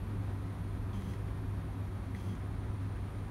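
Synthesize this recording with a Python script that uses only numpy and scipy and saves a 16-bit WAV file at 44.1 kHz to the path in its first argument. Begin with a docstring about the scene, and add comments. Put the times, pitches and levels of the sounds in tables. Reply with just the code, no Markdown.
"""Desktop 3D printer with two short head moves

A fan rumbles and rushes (coloured noise), mains hum and fan tones sound (wavering sines), and the motor
drivers whine (high sines); the highest strong whine fades slowly and flares for a few milliseconds.
Twice a stepper motor nudges the print head for a fifth of a second: harmonics of the step rate, with
the noisy rasp of the carriage on its rods. Decaying rings with a crack of noise are the drive's ticks."""
import sys
import numpy as np
from scipy import signal
from scipy.fft import rfft, irfft
from scipy.io import wavfile

SR = 44100
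rng = np.random.default_rng(int(sys.argv[2]) if len(sys.argv) > 2 else 0)


def to_wav(sig):
    """Store sig (one row per channel, or 1-D mono) as 16-bit WAV at the path in sys.argv[1].

    Samples outside -1..1 are clipped; the rate is SR.
    """
    pcm = np.clip(np.atleast_2d(sig), -1, 1) * 32767
    pcm = np.round(pcm).astype(np.int16)
    wavfile.write(sys.argv[1], SR, pcm.T)  # frames by channels


N = 145530

# head moves: (start [s], length [s], relative level [dB], decay constant of the rasp afterwards [s])
MOVES = [(0.933, 0.197, -0.5, 0.087), (2.144, 0.19, -1.1, .02)]
# spectrum of the carriage sliding on its rods: (frequency [Hz], relative density [dB per Hz])
RASP_SPECTRUM = [(900, -14), (2000, 6), (3300, -3), (4800, -1.5), (6500, -7), (7600, -10.5), (9800, -6.5),
                 (10900, -13), (12600, -8), (14500, -18), (15600, -10)]


def from_db(db):
    """Amplitude gain is ten to the power of a twentieth of the decibels."""
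    return 10 ** (np.asarray(db) / 20)


def rms_one(x):
    """Normalise by the root mean square, a measure of signal power."""
    return x / np.sqrt(np.mean(x ** 2) + 1e-20)


def seconds():
    """Time is the sample index over the sampling rate [s]."""
    return np.arange(N) / SR


def drift(rate_hz):
    """Random modulation: white noise through a double-pole low-pass at rate_hz, with a spread of 1."""
    hop = 40  # samples between computed points
    pole = np.exp(-2 * np.pi * rate_hz * hop / SR)
    white = rng.standard_normal(N // hop + 2002)
    slow = signal.lfilter([1], [1, -2 * pole, pole ** 2], white)[2000:]  # drop the filter's onset
    return np.interp(np.arange(N) / hop, np.arange(len(slow)), rms_one(slow))


def coloured(source, spectrum):
    """Linear filtering: weight the source's spectrum, with steep skirts beyond the ends; rms 1."""
    hz, db = np.transpose(spectrum)
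    f = np.maximum(np.arange(N // 2 + 1) * SR / N, 1)
    skirts = np.minimum(f / hz[0], 1) ** 6 * np.minimum(hz[-1] / f, 1) ** 8
    colour = from_db(np.interp(np.log(f), np.log(hz), db))
    return rms_one(irfft(rfft(source) * skirts * colour, N))


def noise(spectrum):
    """Broadband noise: Gaussian white noise shaped to a spectral density."""
    return coloured(rng.standard_normal(N), spectrum)


def tone(hz):
    """Frequency modulation: the phase of a sine of rms 1 is the running sum of its frequency."""
    cycles = np.cumsum(hz) / SR + rng.random()
    return np.sqrt(2) * np.sin(2 * np.pi * cycles)


def gate(start_s, length_s, decay_s):
    """Driven and free response: a quick linear rise, a hold, then exponential decay."""
    rise_s = 0.0046
    age = seconds() - start_s
    return np.clip(age / rise_s, 0, 1) * np.exp(-np.maximum(age - length_s, 0) / decay_s)


def casing(x, count=14):
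    """Comb interference: short reflections from printer walls and room ripple the spectrum; rms 1."""
    first_s, last_s, echo_db = 0.002, 0.02, -23
    lags = (rng.uniform(first_s, last_s, count) * SR).astype(int)
    echoes = sum((-1) ** k * np.roll(x, lag) for k, lag in enumerate(lags))
    return rms_one(x + from_db(echo_db) * echoes)


def fan(flutter_db=0.48):
    """Flow and structural noise: steady low rumble of fan, frame and room, and fluttering rush of air."""
    # low rumble: (frequency [Hz], relative density [dB per Hz])
    rumble_spectrum = [(30, -7), (38, -2), (48, -0.5), (62, .5), (80, -2), (112, -4), (142, -10.5),
                       (167, -4.5), (195, -13), (220, -9), (245, -15), (272, -7), (298, -12.5),
                       (320, -17.5), (350, -16), (382, -14.5), (420, -23.5)]
    # rush of the fan's air: (frequency [Hz], relative density [dB per Hz])
    air_spectrum = [(430, -0.5), (520, 0), (640, -1), (800, -1.5), (950, -0.5), (1220, -2.9), (1400, -5.5),
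                    (1950, -9.5), (2450, -13), (2900, -18), (3250, -16.5), (4450, -21.5), (5000, -26.5),
                    (5800, -26), (7800, -31), (9350, -28), (10500, -35), (11600, -31.5), (14000, -37),
                    (17000, -34)]
    rumble_db, air_db = -40.5, -54
    rumble = from_db(rumble_db) * noise(rumble_spectrum)
    air = from_db(air_db + flutter_db * drift(25)) * casing(noise(air_spectrum))
    return rumble + air


def hum(waver_hz=0.26, waver_db=0.85):
    """Periodic excitation: mains hum and faint fan tones are sines, wavering in pitch and level."""
    # mains hum and fan tones: (frequency [Hz], level [dB])
    hum_tones = [(100.0, -40.5), (494.5, -73.5), (719.3, -75)]
    out = np.zeros(N)
    for hz, db in hum_tones:
        level = from_db(db + waver_db * drift(3))
        out += level * tone(hz + waver_hz * drift(1.9))
    return out


def drivers(flicker_db=0.64, release_s=0.006):
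    """Switching excitation: current choppers whistle in the coils, at other levels while the motor turns."""
    # pitch of each whine: (frequency [Hz])
    whine_hz = [7364, 9460, 9892, 10139, 10400, 15350]
    # the same whines: (level at rest [dB], level while moving [dB], pitch waver [Hz])
    whine_levels = [(-99, -98, 8), (-75.5, -78, 6.1), (-88, -78, 3.9), (-93, -92, 2.7), (-88.5, -77, 5.4),
                    (-103, -95, 30)]
    moving = sum(gate(start, length, release_s) for start, length, _, _ in MOVES)
    out = np.zeros(N)
    for hz, (rest_db, move_db, waver_hz) in zip(whine_hz, whine_levels):
        level_db = rest_db + (move_db - rest_db) * moving
        level = from_db(level_db + flicker_db * drift(9.1))
        out += level * tone(hz + waver_hz * drift(13))
    return out


def high_whine(waver_hz=11, flicker_db=1.8):
    """Amplitude and frequency modulation: the drivers' highest strong whine slowly fades and wavers."""
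    # course of the whine: (time [s], level [dB])
    level_curve = [(0, -78), (.45, -77.5), (.9, -79), (1.15, -79), (1.7, -78), (2.3, -81), (2.65, -84),
                   (3.0, -85), (3.3, -81)]
    level_db = np.interp(seconds(), *np.transpose(level_curve))
    return from_db(level_db + flicker_db * drift(11)) * tone(11418 + waver_hz * drift(8))


def flares():
    """Gaussian tone bursts: the high whine flares for a few milliseconds now and then."""
    # flares: (time of the peak [s], peak level [dB])
    bursts = [(0.25, -69), (0.595, -75), (0.748, -76), (1.457, -74), (1.512, -74), (1.75, -74),
              (2.403, -76), (2.475, -76), (3.11, -73), (3.125, -75), (3.228, -71)]
    flare_hz, width_s = 11470, 0.0045
    t = seconds()
    envelope = sum(from_db(db) * np.exp(-((t - peak_s) / width_s) ** 2) for peak_s, db in bursts)
    return np.sin(2 * np.pi * flare_hz * t) * envelope


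def ticks():
    """Impulse response: as the drive takes up its play, a short plastic ring and a crack of noise decay."""
    # ticks: (start [s], ring peak before decay [dB], ring frequency [Hz],
    #         ring's 60 dB decay time [s], crack level against the ring [dB])
    tick_table = [(0.932, -50.5, 3350, .012, -4), (1.02, -53.5, 3900, .01, 1),
                  (1.121, -62, 5050, 0.017, -7), (1.136, -46.5, 1930, 0.017, -8),
                  (2.149, -38.5, 2000, 0.016, -24), (2.158, -56, 2100, .008, -10),
                  (2.352, -56, 6800, .008, -1)]
    # colour of the crack: (frequency [Hz], relative density [dB per Hz])
    crack_spectrum = [(1000, -4), (2000, 4), (4500, -7), (7000, -10), (10000, -18), (15000, -21)]
    crack_t60_s = 0.02
    out, crack_noise = np.zeros(N), noise(crack_spectrum)
    for start, db, hz, ring_t60_s, crack_db in tick_table:
        age = np.maximum(seconds() - start, 0)
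        ring = np.sin(2 * np.pi * hz * age) * np.exp(-np.log(1000) * age / ring_t60_s)
        crack_decay = (age > 0) * np.exp(-np.log(1000) * age / crack_t60_s)
        out += from_db(db) * (ring + from_db(crack_db) * crack_noise * crack_decay)
    return out


def grit():
    """Random impulse train: tiny catches of the bearings, uneven in size, excite the rasp's spectrum."""
    catches_per_s, spread_db = 210, 0.5
    sizes = from_db(spread_db * np.minimum(rng.exponential(1, N), 3))
    signs = rng.choice([-1, 1], N)
    caught = rng.random(N) < catches_per_s / SR
    return coloured(sizes * signs * caught, RASP_SPECTRUM)


def buzz(step_hz, count=80):
    """Harmonic series: the steps shake a dense comb of weak overtones out of the frame."""
    comb = sum(rng.rayleigh() * tone(k * step_hz) for k in range(1, count))
    return coloured(comb, RASP_SPECTRUM)


def stepper(speed_waver=0.00065, flicker_db=2.0, uneven_db=1.7):
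    """Periodic forcing: the motor sings on multiples of its step rate; the carriage rasps in time with it."""
    # overtones of the motor: (multiple of the step rate, level [dB])
    motor_orders = [(1, -46.5), (2, -69), (5, -75), (12, -77), (14, -81), (16, -73), (17, -72), (31, -85),
                    (32, -78.5), (33, -92), (35, -84), (45, -89), (46, -86), (47, -91), (49, -85),
                    (63, -94), (64, -88), (66, -86), (80, -90)]
    note_decay_s = 0.031
    rasp_db, pulsing = -65.5, 0.12  # pulsing: rms depth at the step rate
    grit_share, buzz_share = 0.35, 0.5  # amplitudes against the smooth noise
    step_hz = 194.6 * (1 + speed_waver * drift(10.3))

    note = np.zeros(N)
    for order, db in motor_orders:
        note += from_db(db + flicker_db * drift(25)) * tone(round(order) * step_hz)

    sliding = rms_one(noise(RASP_SPECTRUM) + grit_share * grit() + buzz_share * buzz(step_hz))
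    rasp_level = from_db(rasp_db + uneven_db * drift(40))
    rasp = rasp_level * sliding * (1 + pulsing * tone(step_hz))

    out = np.zeros(N)
    for start, length, db, rasp_decay_s in MOVES:
        gated_note = note * gate(start, length, note_decay_s)
        gated_rasp = rasp * gate(start, length, rasp_decay_s)
        out += from_db(db) * (gated_note + gated_rasp)
    return out


def scene():
    """Superposition: the sound pressures of all sources add, in one channel."""
    background = fan() + hum() + drivers() + high_whine() + flares()
    return (background + ticks() + stepper())[None]


def record(dry):
    """Band limiting: an elliptic low-pass cuts the top steeply."""
    cutoff_hz, ripple_db, stop_db = 15700, 0.1, 80
    low_pass = signal.ellip(12, ripple_db, stop_db, cutoff_hz, fs=SR, output="sos")
    return signal.sosfilt(low_pass, dry)


dry = scene()
out = record(dry)
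to_wav(out)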